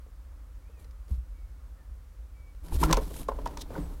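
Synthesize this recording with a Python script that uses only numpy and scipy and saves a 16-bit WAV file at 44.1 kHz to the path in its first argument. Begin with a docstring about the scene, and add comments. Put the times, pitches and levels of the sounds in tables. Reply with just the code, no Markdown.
"""Claw ticks, knocks, feather brushing and low thumps: an owl shifts on the litter of a wooden
nest box, then beats its wings and scrambles. Low rumble and faint distant whistles lie behind.
Boards are dying sine modes with noise thuds; claws are noise bursts; feathers are impulses and
noise under stroke envelopes; juddering quills are an uneven two-harmonic tone; draughts and
rumble are coloured noise; the songbird is gliding sines with a noise echo."""
import sys
import numpy as np
from scipy import signal
from scipy.fft import rfft, irfft
from scipy.io import wavfile
from scipy.ndimage import uniform_filter1d

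SR = 44100
rng = np.random.default_rng(int(sys.argv[2]) if len(sys.argv) > 2 else 0)


def transcribe(u):
    """Save the signal u as a 16-bit wav file named by the first command-line argument.

    u: samples, shape (n,) or (channels, n), limited to [-1, 1]; the rate is SR.
    q: integer samples, one column per channel.
    """
    v = np.clip(np.atleast_2d(u).T, -1, 1)
    q = np.round(v * 32767).astype(np.int16)
    wavfile.write(sys.argv[1], SR, q)


N = 176400
T = np.arange(N) / SR

# Blows of feet and wings. Each row: start in seconds, wall pitch in Hz, wall ring in dB, board ring in dB.
KNOCKS = [(2.721, 853, -35, -50), (2.829, 982, -14, -25.5), (2.835, 1381, -20, -32),
          (2.908, 1100, -25, -23), (2.929, 1005, -13, -26.5), (2.971, 987, -23.5, -16.5),
          (2.979, 1013, -30, -21), (3.016, 1023, -41, -33), (3.286, 1069, -18.5, -23.5),
          (3.316, 1000, -29.5, -32.5), (3.387, 980, -35.5, -30), (3.46, 955, -20, -32.5),
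          (3.57, 972, -33.5, -41), (3.752, 1468, -35.5, -48), (3.761, 940, -33.5, -33)]
# Bumps of feet on the littered floorboard. Each row: start in seconds, board ring in dB.
BUMPS = [(.064, -51.5), (.322, -55), (.695, -51), (.772, -55), (.846, -51.5), (1.085, -59), (3.108, -37.5),
         (3.703, -34.5), (3.777, -31)]
# Wall modes. Each row: ratio to the wall pitch, level in dB, t60 in seconds.
WALL_MODES = [(0.984, -1, 0.028), (1.5, -22, 0.03), (.84, -18.5, 0.069), (1.3, -20, 0.042)]
# Floorboard modes. Each row: frequency in Hz, level in dB, t60 in seconds.
BOARD_MODES = [(266.3, -14, 0.12), (434.7, -10, 0.091), (500, -8.5, 0.061), (556, -7, 0.037)]
# Dull noise of the boards. Each row: frequency in Hz, gain in dB.
THUD_COLOUR = [(150, -21), (300, 0.5), (1150, -2.5), (2500, -19), (9000, -31.5)]
WALL_RISE_S, BOARD_RISE_S = 0.0031, 0.003
DETUNE_MIN, DETUNE_MAX = -0.01512, 0.024  # per mode and blow, fraction of its frequency
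THUD_DB, THUD_DECAY_S = -12.5, 0.0087  # dB re the louder of wall and board
BUMP_THUD_DB = 3.5  # extra thud of a bump

# Claw ticks and snapping litter. Each row: start in seconds, level in dB.
TICKS = [(0.844, -52), (0.909, -55), (1.081, -55.5), (1.11, -60), (2.683, -48), (2.755, -39),
         (2.835, -21.5), (2.910, -24.5), (2.927, -10.5), (2.942, -29.5), (2.969, -25.5), (3.283, -40.5),
         (3.457, -37), (3.472, -36.5), (3.572, -33)]
# Spectrum of ticks and snaps. Each row: frequency in Hz, gain in dB.
TICK_COLOUR = [(400, -12), (1300, 4.5), (3000, 1.5), (5700, 4), (7000, 0), (11000, -9), (16000, -12.5)]
# Claw slips on wood. Each row: peak in seconds, rise in seconds, fall in seconds, level in dB.
SCRAPES = [(3.591, .008, .008, -54.5), (3.619, 0.013, 0.0054, -41.5)]
# Spectrum of a slip. Each row: frequency in Hz, gain in dB.
SCRAPE_COLOUR = [(2700, -14.5), (3500, 0), (4700, -5), (6200, -7.5), (16000, -20)]
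TICK_RISE_S, TICK_DECAY_S, CATCHES_PER_S = 0.0019, 0.003, 1800

# Wing and body strokes. Each row: peak in seconds, rise in seconds, fall in seconds,
# feather rustle in dB, hollow rush in dB.
STROKES = [(0.805, 0.019, 0.035, -63, -62), (1.102, 0.02, 0.06, -63, -59.5),
           (2.662, 0.025, 0.047, -57, -48.5), (2.751, 0.028, 0.017, -43.5, -38),
           (2.836, 0.035, 0.024, -36.5, -32.5), (2.91, 0.034, 0.081, -67, -37.5),
           (3.014, 0.0063, 0.083, -53.5, -46.5), (3.194, 0.077, 0.038, -45.5, -46.5),
           (3.5, 0.23, 0.19, -70, -46.5), (3.79, 0.071, 0.051, -66, -41), (3.9, 0.07, 0.083, -65, -48.5)]
# Spectrum of the rustle. Each row: frequency in Hz, gain in dB.
FEATHER_COLOUR = [(200, 20), (1000, -13), (1800, -4), (3900, 4), (5500, -3), (12000, 6.5), (16000, -12.5)]
BARBS_PER_S, BARB_SPREAD_DB, BARB_SHARE = 2700, 3.5, 0.61
SNAPS_PER_S, SNAP_DECAY_S, SNAP_DB = 40, 0.003, 2  # dB re the stroke's rustle level
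CLUMP_RMS_DB = 1.7

# Wing quills juddering along a wall. Each row: time in seconds, level in dB.
JUDDER_LEVEL = [(2.79, -82), (2.82, -28), (2.875, -31.5), (2.905, -21), (2.93, -28.5), (2.95, -86)]
JUDDER_HZ, JUDDER_JITTER, JUDDER_GRIT = 160.75, 0.0273, 0.28  # jitter: rms fraction of the pitch
JUDDER_WAVER_DB = 2

# Low thumps of the box under a step or wingbeat. Each row: start in seconds, pitch in Hz, level in dB.
THUMPS = [(1.105, 194, -42), (1.113, 62.8, -16.5), (1.178, 58.3, -23), (2.722, 33, -17.5),
          (2.75, 65.2, -16), (2.849, 64.6, -18), (3.777, 290.7, -28), (3.783, 168, -26)]
THUMP_RISE_S, THUMP_DECAY_S = 0.0048, 0.0259

# Spectrum of the rush in the hollow box. Each row: frequency in Hz, gain in dB.
HOLLOW_COLOUR = [(100, -5), (160, 6), (215, -7.5), (280, 4), (360, -4), (445, -6), (720, -12), (950, -11.5),
                 (2000, -26.5), (8000, -36.5)]
# Spectrum of draughts buffeting the microphone. 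Each row: frequency in Hz, gain in dB.
BUFFET_COLOUR = [(12, -13.5), (46, -0.5), (300, -59)]
# Strength of the buffeting. Each row: time in seconds, level in dB.
GUSTS = [(2.55, -46.5), (2.71, -45.5), (2.74, -27), (2.99, -27.5), (3.2, -40), (4, -37)]
HOLLOW_WAVER_DB = 2

# Spectrum of the box's reflections. Each row: frequency in Hz, gain in dB.
BOX_COLOUR = [(200, -3), (280, 14), (360, -10), (480, 5.5), (720, 5.5), (960, 2.5), (1300, -5), (3000, 1),
              (14000, -17)]
BOX_T60_S, BOX_DB, BOX_DELAY_S = 0.13, -17.5206, 0.003

# Distant whistles. Each row: start in seconds, length in seconds, first pitch in Hz,
# last pitch in Hz, level in dB.
WHISTLES = [(0.62, 0.1, 2100, 2690, -72), (.72, .12, 2690, 2190, -71.5), (.71, 0.19, 1880, 1810, -74.5),
            (1.33, 0.148, 2310, 2180, -71.5), (1.48, 0.127, 2166, 2250, -75.5),
            (1.77, 0.07, 1840, 1745, -70), (2.338, .21, 2310, 2253, -67), (3.79, .08, 8550, 7700, -62)]
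ECHO_DB, ECHO_T60_S = -7.5, 0.45

# Spectrum of the steady background. Each row: frequency in Hz, gain in dB.
FLOOR_COLOUR = [(25, -27.5), (40, -1), (62, -1), (115, -28), (230, -35), (280, -32.5), (400, -42),
                (530, -36), (640, -42.5), (1400, -44), (3000, -53.5), (16000, -57.5)]
# Wavering band of far outdoor noise. Each row: frequency in Hz, gain in dB.
FAR_COLOUR = [(700, -12), (1130, 1), (1350, -2), (2400, -47.5)]
FLOOR_DB, FAR_DB, FAR_WAVER_DB = -44, -76.5, 3
EDGE_HZ = 16050


def amp(db):
    """Linear gain of a level in dB."""
    return 10 ** (np.asarray(db) / 20)


def unit(x):
    """Scales x to an rms of 1."""
    return x / np.sqrt(np.mean(x ** 2) + 1e-20)


def add(mix, start_s, sound):
    """Adds sound into mix in place, cut at the end of mix."""
    part = mix[round(start_s * SR):][:len(sound)]
    part += sound[:len(part)]


def colour(x, points):
    """Filters x by gains interpolated over log frequency, to an rms of 1."""
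    hz, db = np.transpose(points)
    bins_hz = np.fft.rfftfreq(len(x), 1 / SR)
    gain = amp(np.interp(np.log(bins_hz + 1), np.log(hz), db))
    return unit(irfft(rfft(x) * gain, len(x)))


def noise(points):
    """Coloured noise over the full length, rms 1."""
    return colour(rng.standard_normal(N), points)


def level(rows):
    """Gain along a curve in dB, silent before its first point."""
    times_s, db = np.transpose(rows)
    return amp(np.interp(T, times_s, db, left=-np.inf))


def drift(size):
    """Slow random curve of rms 1, smoothed twice over size samples."""
    once = uniform_filter1d(rng.standard_normal(N), size)
    return unit(uniform_filter1d(once, size))


def impulses(per_s):
    """Random impulses of either sign at a mean rate."""
    return (rng.random(N) < per_s / SR) * rng.choice([-1, 1], N)


def swell(peak_s, rise_s, fall_s):
    """Bell-shaped envelope with unequal sides."""
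    return np.exp(-((T - peak_s) / np.where(T < peak_s, rise_s, fall_s)) ** 2)


def ring(modes, rise_s):
    """Detuned modes that build up over the contact time, then die away."""
    t = np.arange(SR // 4) / SR
    total = np.zeros(len(t))
    for hz, db, t60_s in modes:
        struck_hz = hz * (1 + rng.uniform(DETUNE_MIN, DETUNE_MAX))
        decay = np.exp(-np.log(1000) * np.maximum(t - rise_s, 0) / t60_s)
        total += amp(db) * decay * np.sin(2 * np.pi * (struck_hz * t + rng.random()))
    return np.minimum(t / rise_s, 1) * total


def strike_board(out, start_s, board_db, thud_db):
    """Adds a floorboard ring and a short dull noise thud."""
    t = np.arange(SR // 4) / SR
    add(out, start_s, amp(board_db) * ring(BOARD_MODES, BOARD_RISE_S))
    envelope = np.minimum(t / BOARD_RISE_S, 1) * np.exp(-t / THUD_DECAY_S)
    thud = colour(rng.standard_normal(len(t)), THUD_COLOUR) * envelope
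    add(out, start_s, amp(thud_db) * thud)


def knocks():
    """A blow rings a wall and the floorboard over a thud; a bump stirs only the floor."""
    out = np.zeros(N)
    for start_s, hz, wall_db, board_db in KNOCKS:
        modes = [(hz * ratio, db, t60_s) for ratio, db, t60_s in WALL_MODES]
        add(out, start_s, amp(wall_db) * ring(modes, WALL_RISE_S))
        strike_board(out, start_s, board_db, max(wall_db, board_db) + THUD_DB)
    for start_s, db in BUMPS:
        strike_board(out, start_s, db, db + BUMP_THUD_DB + THUD_DB)
    return out


def claws():
    """Ticks are short bright noise bursts; slips are random tiny catches under a swell."""
    out, t = np.zeros(N), np.arange(4096) / SR
    envelope = np.minimum(t / TICK_RISE_S, 1) * np.exp(-t / TICK_DECAY_S)
    for start_s, db in TICKS:
        tick = colour(rng.standard_normal(len(t)), TICK_COLOUR) * envelope
        add(out, start_s, amp(db) * tick)
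    slips = sum(amp(db) * swell(peak_s, rise_s, fall_s) for peak_s, rise_s, fall_s, db in SCRAPES)
    return out + colour(impulses(CATCHES_PER_S), SCRAPE_COLOUR) * slips


def judder():
    """Quills stick and slip on the wood: an uneven, gritty groan."""
    hz = JUDDER_HZ * (1 + JUDDER_JITTER * drift(size=300))
    phase = 2 * np.pi * np.cumsum(hz) / SR
    groan = np.sin(phase) + 0.79 * np.sin(2 * phase)
    groan *= amp(JUDDER_WAVER_DB * drift(size=200))
    grit = JUDDER_GRIT * noise(THUD_COLOUR) * (1 + 0.5 * np.sin(phase))
    return (groan + grit) * level(JUDDER_LEVEL)


def feathers():
    """Barbs flick past each other in clumps under each stroke, with stray snaps of litter."""
    barb_db = BARB_SPREAD_DB * np.minimum(rng.exponential(1, N), 4)
    barbs = unit(impulses(BARBS_PER_S) * amp(barb_db))
    brush = BARB_SHARE * barbs + (1 - BARB_SHARE) * rng.standard_normal(N)
    clumps = amp(CLUMP_RMS_DB * drift(size=200))
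    rustle = colour(brush, FEATHER_COLOUR) * clumps
    snap_starts = 1. * (rng.random(N) < SNAPS_PER_S / SR)
    snap_envelope = signal.lfilter([1], [1, -np.exp(-1 / (SNAP_DECAY_S * SR))], snap_starts)
    snaps = noise(TICK_COLOUR) * snap_envelope
    effort = sum(amp(db) * swell(peak_s, rise_s, fall_s) for peak_s, rise_s, fall_s, db, _ in STROKES)
    return effort * (rustle + amp(SNAP_DB) * snaps)


def thumps():
    """The box sways briefly after a step or wingbeat: a fast-dying sine each."""
    out, t = np.zeros(N), np.arange(SR // 2) / SR
    envelope = (1 - np.exp(-t / THUMP_RISE_S)) * np.exp(-t / THUMP_DECAY_S)
    for start_s, hz, db in THUMPS:
        add(out, start_s, amp(db) * np.sin(2 * np.pi * hz * t) * envelope)
    return out


def air():
    """Wing draughts rush in the hollow box and buffet the microphone."""
    draught = sum(amp(db) * swell(peak_s, rise_s, fall_s) for peak_s, rise_s, fall_s, _, db in STROKES)
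    rush = noise(HOLLOW_COLOUR) * draught * amp(HOLLOW_WAVER_DB * drift(size=400))
    return rush + noise(BUFFET_COLOUR) * level(GUSTS)


def box(x):
    """Adds dense, quickly dying reflections between the boards."""
    t = np.arange(SR // 3) / SR
    decay = np.exp(-np.log(1000) * t / BOX_T60_S) * (t > BOX_DELAY_S)
    tail = colour(rng.standard_normal(len(t)), BOX_COLOUR) * decay
    return x + amp(BOX_DB) * signal.fftconvolve(x, tail / np.linalg.norm(tail))[:N]


def songbird():
    """Gliding pure notes, drawn out by a dying noise echo."""
    out, t = np.zeros(N), np.arange(SR // 2) / SR
    for start_s, length_s, first_hz, last_hz, db in WHISTLES:
        progress = np.linspace(0, 1, round(length_s * SR))
        hz = first_hz + (last_hz - first_hz) * progress
        envelope = np.sqrt(abs(np.sin(np.pi * progress)))
        add(out, start_s, amp(db) * envelope * np.sin(2 * np.pi * np.cumsum(hz) / SR))
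    echo = rng.standard_normal(len(t)) * np.exp(-np.log(1000) * t / ECHO_T60_S)
    return out + amp(ECHO_DB) * signal.fftconvolve(out, echo / np.linalg.norm(echo))[:N]


def background():
    """Steady low rumble and hiss, with a slowly wavering band of far outdoor noise."""
    far_gain = amp(FAR_DB + FAR_WAVER_DB * drift(size=5000))
    return amp(FLOOR_DB) * noise(FLOOR_COLOUR) + far_gain * noise(FAR_COLOUR)


def scene():
    """The owl in its box over the background; only knocks and claws get reflections."""
    owl = box(knocks() + claws()) + judder() + feathers() + thumps() + air()
    return (owl + songbird() + background())[None]


def record(dry):
    """Band limit: a steep linear-phase low-pass."""
    lowpass = signal.firwin(511, EDGE_HZ, window=("kaiser", 9), fs=SR)
    return signal.oaconvolve(dry, lowpass[None], "same")


dry = scene()
out = record(dry)
transcribe(out)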